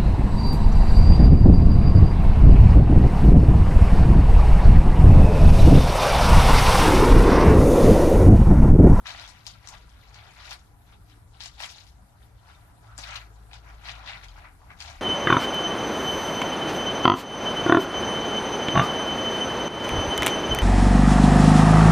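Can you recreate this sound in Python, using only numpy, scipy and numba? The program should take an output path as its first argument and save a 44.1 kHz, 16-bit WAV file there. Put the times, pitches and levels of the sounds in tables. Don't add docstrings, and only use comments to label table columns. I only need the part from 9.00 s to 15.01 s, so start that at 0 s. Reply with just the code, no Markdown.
import sys
import numpy as np
from scipy import signal
from scipy.fft import rfft, irfft, next_fast_len
from scipy.io import wavfile
from scipy.ndimage import uniform_filter1d
from numba import njit

SR = 44100
rng = np.random.default_rng(int(sys.argv[2]) if len(sys.argv) > 2 else 0)


def wav_record(signal):
    frames = np.transpose(np.atleast_2d(signal))
    bounded = np.clip(frames, -1, 1)
    quanta = np.round(bounded * 32767).astype(np.int16)
    wavfile.write(sys.argv[1], SR, quanta)


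N = 265041


def undb(db):
    return 10 ** (np.asarray(db) / 20)


def level(x, db):
    return x * undb(db) / np.sqrt(np.mean(x ** 2))


def at_hz(table, hz):
    f, v = np.transpose(table)
    return np.interp(np.log(hz), np.log(f), v)


def walk(rate_hz):
    hold = int(SR / rate_hz)
    steps = np.repeat(rng.standard_normal(N // hold + 1), hold)
    return 1.38 * uniform_filter1d(uniform_filter1d(steps, hold), hold)[:N]


# pitch_hz, relative level_db (per Hz)
AIR_SPECTRUM = [(15, 0), (25, -16.5), (58, -5.5), (118, -10), (135, -17), (185, -19), (205, -24.5),
                (274, -24.5), (386, -30), (418, -27.5), (766, -36.5), (1870, -37.5), (2710, -47),
                (12500, -42), (13500, -61)]
# pitch_hz, correlation (0 to 1)
PORT_LIKENESS = [(60, 0.9), (130, 0.78), (280, 0.69), (600, 0.00067), (1300, 0.0)]


def air(level_db=-54, swell_db=.4, flicker_db=2.5, left_db=1.35):
    n = 2 * next_fast_len(N // 2 + 1)
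    hz = np.fft.rfftfreq(n, 1 / SR)[1:]
    like = np.clip(at_hz(PORT_LIKENESS, hz), 0, 1)
    colour = undb(at_hz(AIR_SPECTRUM, hz))
    mid, side = (rfft(rng.standard_normal(n))[1:] * colour * np.sqrt(1 + sign * like) for sign in (1, -1))
    ports = np.array([mid + side, mid - side])
    out, swell = 0, swell_db * walk(1.0)
    for step in range(19):
        share = np.clip(1 - abs(2 * np.log2(hz / 25) - step), 0, 1)
        spectrum = np.pad(ports * share, ((0, 0), (1, 0)))
        band = irfft(spectrum, n)[:, :N]
        out = out + band * undb(swell + flicker_db * walk(22))
    return level(out, level_db) * undb([[left_db / 2], [-left_db / 2]])


# pitch_hz, level_db (rms)
HUM_TONES = [(299, -79.5), (420, -85)]


def hum():
    t = np.arange(N) / SR
    return sum(np.sqrt(2) * undb(db) * np.sin(2 * np.pi * hz * t) for hz, db in HUM_TONES)


# time_s, level_db (lower tone, rms), second_multiple_db (rms)
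ENGINE_LEVELS = [(0.0, -68, -63), (0.8, -53.5, -60), (1.5, -59, -70), (2.25, -58, -56), (2.9, -58, -79),
                 (3.35, -56.5, -58.5), (3.55, -58, -76), (3.849, -66, -53.5), (3.999, -47.5, -56),
                 (4.45, -49.5, -58.5), (5.03, -47, -63.5), (5.13, -56, -58.5), (5.29, -47, -55),
                 (5.55, -58.5, -75), (5.75, -64, -63), (5.85, -65, -50), (6.01, -48, -56)]
RUNNING_HZ, SLOWS_AT_S, TICKOVER_HZ, SLOWING_S = 54.7, 5.08, 36.9, 0.26


def engine(waver_hz=0.73, waver_db=0.5, left_db=3.0, second_left_db=2.0):
    t = np.arange(N) / SR
    at, *columns = np.transpose(ENGINE_LEVELS)
    low_db, second_db = (np.interp(t, at, c) for c in columns)
    slowing = np.exp(-np.maximum(t - SLOWS_AT_S, 0) / SLOWING_S)
    hz = TICKOVER_HZ + (RUNNING_HZ - TICKOVER_HZ) * slowing
    phase = 2 * np.pi * np.cumsum(hz + waver_hz * walk(12)) / SR
    ports = np.array([[.5], [-.5]])
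    low = undb(low_db + waver_db * walk(22) + left_db * ports) * np.sin(phase)
    second = undb(second_db + waver_db * walk(8.2) + second_left_db * ports) * np.sin(2 * phase)
    return np.sqrt(2) * (low + second)


# time_s, level_db (rms before its flicker)
RUSTLE_LEVELS = [(0, -80), (3.4, -74.5), (3.72, -67), (3.85, -62), (3.97, -59), (4.4, -68), (5.3, -69),
                 (5.6, -76), (6.01, -70)]


def rustle(hz=1350, width_hz=450, flicker_db=3.5):
    peak = signal.iirpeak(hz, hz / width_hz, fs=SR)
    noise = rng.standard_normal((2, N))
    band = signal.lfilter(*peak, signal.lfilter(*peak, noise))
    swell_db = np.interp(np.arange(N) / SR, *np.transpose(RUSTLE_LEVELS))
    return level(band, 0) * undb(swell_db + flicker_db * walk(29.9))


@njit
def ring(n, start, turn, fade, size, rise):
    out = np.zeros(n)
    for k in range(len(start)):
        z, per_sample = size[k] + 0j, np.exp(1j * turn[k] - fade[k])
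        soft, soft_step = 1., np.exp(-turn[k] / rise)
        for i in range(start[k], min(n, start[k] + int(6 / fade[k]))):
            out[i] += z.imag * (1 - soft)
            z, soft = z * per_sample, soft * soft_step
    return out


# pitch_hz, left_minus_right_db (before random panning)
LEFT_EXCESS = [(300, 2), (600, 4.5), (1200, 4), (2400, 4), (4500, 9.5), (7200, 11), (13000, -3)]
SPOTS = 5
LEFT_LEAD_S = 0.00014
CONTACT_RAD = 3.1


def knocks(s, hz, cycles, size, lead_spread_s=.0001, pan_db=2.0):
    hz = np.clip(hz, 100, .4 * SR)
    turn, fade = 2 * np.pi * hz / SR, hz / SR / cycles
    spot = rng.random(len(s))
    early, aside = rng.standard_normal((2, len(s)))
    side = undb((at_hz(LEFT_EXCESS, hz) + pan_db * aside) / 2)
    left = (s * SR).astype(int)
    lead = ((LEFT_LEAD_S + lead_spread_s * early) * SR).astype(int)
    right = np.maximum(left + lead, 0)
    ports = ((left, size * side), (right, size / side))
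    out = []
    for k in range(SPOTS):
        m = (spot * SPOTS).astype(int) == k
        out.append([ring(N, at[m], turn[m], fade[m], gain[m], CONTACT_RAD) for at, gain in ports])
    return np.array(out)


def room(dry, wet_db, t60_s=0.083):
    t = np.arange(int(.3 * SR)) / SR
    tail = rng.standard_normal((SPOTS, 2, len(t))) * undb(-60 * t / t60_s) * (t > .002)
    tail = tail / np.sqrt(np.sum(tail ** 2, axis=2, keepdims=True))
    wet = signal.fftconvolve(dry, tail, axes=2)[:, :, :N]
    return np.sum(dry + undb(wet_db) * wet, axis=0)


# pitch_hz, width_hz, level_db (against the sound that drives them)
TRAY_MODES = [(817, 87, -17.5), (997, 40, -2), (1340, 40, -8), (2060, 50, -15.5), (2500, 83, -15.5),
              (3920, 270, -15), (5500, 83, -10.5), (6700, 140, -6)]


def tray_ring(x):
    out = x
    for hz, width_hz, db in TRAY_MODES:
        out = out + undb(db) * signal.lfilter(*signal.iirpeak(hz, hz / width_hz, fs=SR), x)
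    return out


# start_s, level_db (nominal size of the knock)
PAW_LANDINGS = [(2.174, -43.5), (3.986, -41)]


def thumps(hz=270, cycles=0.98):
    s, db = np.transpose(PAW_LANDINGS)
    return knocks(s, hz * np.ones(len(s)), cycles, undb(db))


# start_s, level_db (nominal size of the knock), pitch_hz
CLAW_KNOCKS = [(0.056, -32, 1510), (0.067, -30, 1450), (0.146, -34.5, 740), (0.187, -40, 1330),
               (0.673, -35.5, 1340), (0.692, -43, 1120), (0.728, -39, 900), (0.737, -38, 870),
               (1.153, -43, 830), (1.393, -43, 1020), (1.42, -52, 990), (1.51, -37, 1600),
               (2.404, -39.5, 883), (2.458, -38, 950), (2.58, -45, 775), (2.602, -30.5, 860),
               (2.629, -29.5, 990), (3.475, -49, 956), (3.987, -33, 800), (4.125, -31, 1340),
               (4.157, -32, 1360), (4.519, -42, 781), (4.533, -41, 770), (4.858, -44, 1440),
               (4.87, -38, 1440), (5.06, -33, 1310), (5.105, -39, 1340), (5.432, -47, 675),
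               (5.617, -44, 1090), (5.704, -36.5, 980), (5.811, -44, 790), (5.849, -36, 848),
               (5.898, -38, 710)]


def claws(cycles=1.92):
    s, db, hz = np.transpose(CLAW_KNOCKS)
    return knocks(s, hz, cycles, undb(db), lead_spread_s=0, pan_db=0)


# (bounces against the hit, before fading and a random 0 to 4 dB lift)
FLUNG_PELLETS = [(0.0570, -34, 1740, -15), (0.0688, -27.5, 3680, -12), (0.0728, -31, 3930, -16),
                 (0.0783, -33, 3700, -16), (0.0883, -38, 3950, -18), (0.0940, -31, 4200, -20),
                 (0.1062, -29.5, 3580, -18), (0.1975, -32, 3960, -10), (0.1475, -37, 1990, -10.5),
                 (0.2404, -37, 3500, -18), (0.2772, -40, 4300, -14), (0.2893, -40, 5400, -14),
                 (0.4549, -46, 3770, -12), (0.4668, -26.5, 4700, -13), (0.4712, -32, 5500, -9),
                 (0.6740, -31.5, 5900, -18), (0.6872, -32.5, 5520, -12), (0.8939, -51.5, 4840, -4),
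                 (1.1440, -41, 4600, -12), (1.1545, -49, 1440, -11), (1.2425, -56, 2640, -10),
                 (1.3557, -52, 1700, 2), (1.4583, -45, 3920, -18), (1.494, -40, 5600, -3),
                 (1.5097, -33.5, 4350, -7), (1.5169, -34, 2580, -8), (1.5225, -34, 3000, -8),
                 (1.529, -35, 4500, -8), (2.0992, -54, 2840, -7), (2.4055, -31, 4400, -9),
                 (2.4372, -31.5, 5400, -10), (2.4590, -29.5, 4980, -6), (2.6030, -29, 2600, -13),
                 (2.6222, -30, 4300, -8), (2.6363, -24.5, 3450, -18), (2.6438, -30, 3300, -15),
                 (2.6495, -39, 2960, -4), (2.6933, -36.5, 5040, -10), (2.7184, -48, 4210, -11),
                 (2.7243, -43, 4740, -20), (2.7544, -48, 3640, -20), (2.7830, -47, 4700, -7),
                 (2.8212, -54, 3800, -11), (2.8680, -47, 4650, -8), (2.8755, -50, 4500, -16),
                 (3.5082, -50, 1570, -12), (3.9795, -28, 7350, -9), (3.988, -31.5, 4800, -8),
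                 (4.0384, -32.5, 3560, -14), (4.0412, -33, 3800, -16), (4.1256, -33, 2200, -14),
                 (4.1563, -30, 3930, -12), (4.1592, -29, 4200, -14), (4.1625, -31, 3000, -12),
                 (4.167, -33, 4000, -12), (4.2153, -41.5, 2410, -10), (4.5136, -43, 2460, -10),
                 (4.5327, -34.5, 3480, -16), (4.8558, -41, 2240, -5), (4.8384, -43, 2580, -10),
                 (4.8869, -29, 2630, -12), (4.8940, -31, 3600, -20), (4.9222, -44, 3500, -21),
                 (5.0761, -39, 2700, -14), (5.0942, -36.5, 1920, -16), (5.1070, -38, 2530, -10),
                 (5.1332, -34, 2710, -10), (5.2350, -40, 2610, -6.5), (5.2846, -42, 4700, -5),
                 (5.7047, -38, 2150, -13), (5.7167, -42, 2200, -13), (5.7958, -44, 3440, -7),
                 (5.8042, -29, 4750, -12), (5.8238, -32, 4230, -21), (5.8490, -38, 2520, -5),
                 (5.8787, -37, 4540, -1), (5.9000, -44, 3000, -12)]
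# share of its pitch (ratio), level_db (added to that of the hit)
HIT_PARTIALS = [(.22, -18), (.72, 1), (1, 7), (1.3, -3.5), (1.9, -21)]
BOUNCE_WAIT_S, BOUNCES_LAST_S, BOUNCE_T60_S = .002, 0.027, 0.1


def snaps(count=14, hit_cycles=2.3, cycles=4.0, spread=.22):
    s, db, hz, bounce_db = (c[:, None] for c in np.transpose(FLUNG_PELLETS))
    share, share_db = np.transpose(HIT_PARTIALS)
    hit_s, hit_hz = (s + 0 * share).ravel(), (hz * share).ravel()
    hit = knocks(hit_s, hit_hz, hit_cycles, undb(db + share_db).ravel(), lead_spread_s=0, pan_db=0)
    later = BOUNCE_WAIT_S + rng.random((len(s), count)) * BOUNCES_LAST_S
    pitch = hz * np.exp(spread * rng.standard_normal(later.shape))
    size = undb(db - 60 * later / BOUNCE_T60_S + bounce_db + 4 * rng.random(later.shape))
    return hit + knocks((s + later).ravel(), pitch.ravel(), cycles, size.ravel(), pan_db=1.5)


# rolling_db (pellets rolling in it), loose_db (pellets on top), grit_db
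PAW_STROKES = [(0.064, -45, 0.032, 0.5, 5.5, -1, -6.5), (0.21, -48.5, 0.13, 0.13, 2.5, 1, -4),
               (0.295, -64.5, 0.058, 0.04, -7.5, -11, 14.5), (0.473, -56.5, 0.044, 0.14, 5, 5.5, 8.5),
               (0.545, -60, 0.031, .08, 5, -4, -19), (0.65, -62, 0.095, 0.12, 9, 1.5, -12),
               (0.689, -54.5, 0.047, 0.065, 6, -4, 12.5), (0.73, -50.5, 0.12, 0.19, 1, -4.5, -11.5),
               (0.9, -74, 0.11, 0.15, -20, -3, -6), (1.149, -60, 0.057, 0.42, 0, -5, -10),
               (1.19, -59, 0.12, 0.07, 11, -12, -16), (1.27, -54, 0.97, 0.37, 3, -5.5, -12.5),
               (1.385, -59.5, 0.07, .15, 16, 1.5, 0), (1.45, -50.5, 0.23, 0.27, 4, -4.5, -7),
               (1.512, -42.5, 0.033, 0.078, -7, -5, -4), (1.529, -46, 0.12, 0.07, 1.5, -10, -2),
               (1.92, -57.5, 0.15, 0.14, 0.5, -6, -16), (2.1, -68.5, 0.12, 0.22, 6.5, 0.5, -3),
               (2.345, -57, 0.023, 0.093, -8, -3, -28), (2.411, -54, 0.019, 0.14, 10, 9, 7),
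               (2.46, -53, 0.13, 0.072, 6, 3.5, -22), (2.592, -56.5, 0.038, .05, 1, 3, -9),
               (2.606, -42.5, 0.022, 0.14, 3, -3.5, -3), (2.629, -49, 0.077, 0.12, 10, 0, 4.5),
               (2.7, -59.5, 0.34, 0.23, -6, 5.5, 5.5), (2.78, -63.5, 0.27, 0.18, 9.5, 7.5, 6),
               (2.875, -69.5, 0.083, 0.11, 8, 7.5, 7), (3.22, -67.5, 0.1, 0.16, 4.5, -1, -18),
               (3.49, -55.5, 0.18, 0.36, 0, -7.5, -17), (3.7, -74, 0.28, 0.2, -18, -23, -5),
               (3.87, -58.5, 0.18, 0.2, -4, -10, -12.5), (3.983, -42, 0.019, 0.068, -1.5, -13, 3),
               (4.035, -50.5, .06, 0.22, 6, -3.5, -8), (4.104, -45, 0.17, 0.16, 5, -6, -5.5),
               (4.16, -45.5, 0.13, 0.092, 7, 0, -5), (4.22, -55, 0.065, 0.084, 7, -3, -11),
               (4.33, -64, 0.12, 0.46, -3, -31, -9), (4.539, -49.5, 0.041, 0.079, 3.5, 2.5, -4),
               (4.7, -51, 0.19, 0.17, 1.5, -16.5, -13.5), (4.855, -54, 0.055, 0.079, 14, 1, 0),
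               (4.889, -45, 0.1, 0.12, 8, 1, -8.5), (4.95, -50, 0.19, 0.29, 0.5, -10, -16),
               (5.02, -51, 0.47, 0.34, 1.5, -14, -29), (5.07, -47.5, 0.059, 0.11, 3, 2, -10),
               (5.104, -47.5, 0.091, 0.13, 11.5, 1, -15), (5.145, -53, 0.058, 0.15, 12, -8, -11),
               (5.238, -66, 0.065, 0.076, 17, 10.5, 11), (5.288, -65.5, 0.023, 0.098, 8, 7.5, 6),
               (5.379, -49.5, 0.1, 0.12, 3, -13.5, -19), (5.45, -50.5, 0.17, 0.15, 3.5, -17, -23),
               (5.63, -54.5, 0.1, 0.31, -7, -18.5, -19), (5.71, -54.5, 0.059, 0.1, 8.5, -16, -19),
               (5.81, -50.5, 0.045, 0.15, 9.5, 2, 2), (5.89, -48, 0.17, 0.15, 1.5, -5, -4),
               (5.945, -63, 0.13, 0.25, 13, -10, -15)]
# time_s, level_db
HEAP_CREEP = [(0, -60), (1.0, -67), (1.7, -64.5), (3.1, -63), (3.7, -62.5), (4.4, -59.5), (5.3, -57),
              (5.57, -64), (6.01, -55.5)]
CREEP_LAYERS_DB = [0, -13, -18.5, -25]
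STROKE_RANGE_DB = 30


def effort(s):
    at, db, build, settle, *layers_db = (c[:, None] for c in np.transpose(PAW_STROKES))
    before, after = (at - s) / np.maximum(build, .005), (s - at) / np.maximum(settle, .005)
    shape_db = db - STROKE_RANGE_DB * np.where(s < at, before, after)
    layer_gain = undb(np.hstack([0 * db, *layers_db]))
    strokes = layer_gain.T ** 2 @ undb(shape_db) ** 2
    creep = undb(np.interp(s, *np.transpose(HEAP_CREEP)) + np.array(CREEP_LAYERS_DB)[:, None])
    return 10 * np.log10(strokes + creep ** 2)


# pitch_hz, relative level_db (per Hz)
PELLET_SPECTRUM = [(290, -50), (500, -14), (736, -3.5), (1080, -8.5), (1330, -1), (1610, -4.5),
                   (2040, -3.5), (3800, 11), (6000, 0), (7800, -10.5), (9300, -12.5), (11800, -11),
                   (13500, -96)]
# pitch_hz, scatter_db
KNOCK_SCATTER = [(800, 2.6), (4000, 4.4)]
LAYER_PITCHES = [930, 2232, 3560, 7100]
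LAYER_SLIPS = [.8, 1.2, 2, 2.5]
KNOCKS_PER_S, SLIPS_PER_S = 4500, 60
LOUDEST_KNOCK = 2.6


def litter(cycles=2.7):
    count = KNOCKS_PER_S * N // SR
    when, pitch = rng.random((count, 2)).T
    s = when * N / SR
    lowest, highest = PELLET_SPECTRUM[0][0], PELLET_SPECTRUM[-1][0]
    hz = lowest * (highest / lowest) ** pitch
    uneven = np.minimum(rng.exponential(size=count), LOUDEST_KNOCK)
    size = hz * undb(at_hz(PELLET_SPECTRUM, hz) + at_hz(KNOCK_SCATTER, hz) * uneven)
    energy = size ** 2 * cycles * SR / hz / 4 / N
    share = np.array([at_hz(list(zip(LAYER_PITCHES, row)), hz) for row in np.eye(len(LAYER_PITCHES))])
    size = size / np.sqrt((share @ energy) @ share)
    slip_db = np.array([db * walk(SLIPS_PER_S)[(s * SR).astype(int)] for db in LAYER_SLIPS])
    layers_db = np.sum(share * (effort(s) + slip_db), axis=0)
    return knocks(s, hz, cycles, size * undb(layers_db))


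def scene():
    heap = tray_ring(room(litter(), wet_db=-.5))
    hits = room(snaps() + claws(), wet_db=-7.0)
    no_bass = signal.butter(6, 574, "high", fs=SR, output="sos")
    tray = signal.sosfilt(no_bass, heap + hits)
    paws = np.sum(thumps(), axis=0)
    return tray + paws + engine() + air() + hum() + rustle()


def record(dry):
    return signal.sosfilt(signal.ellip(10, .2, 80, 13500, fs=SR, output="sos"), dry)


dry = scene()
out = record(dry)
wav_record(out)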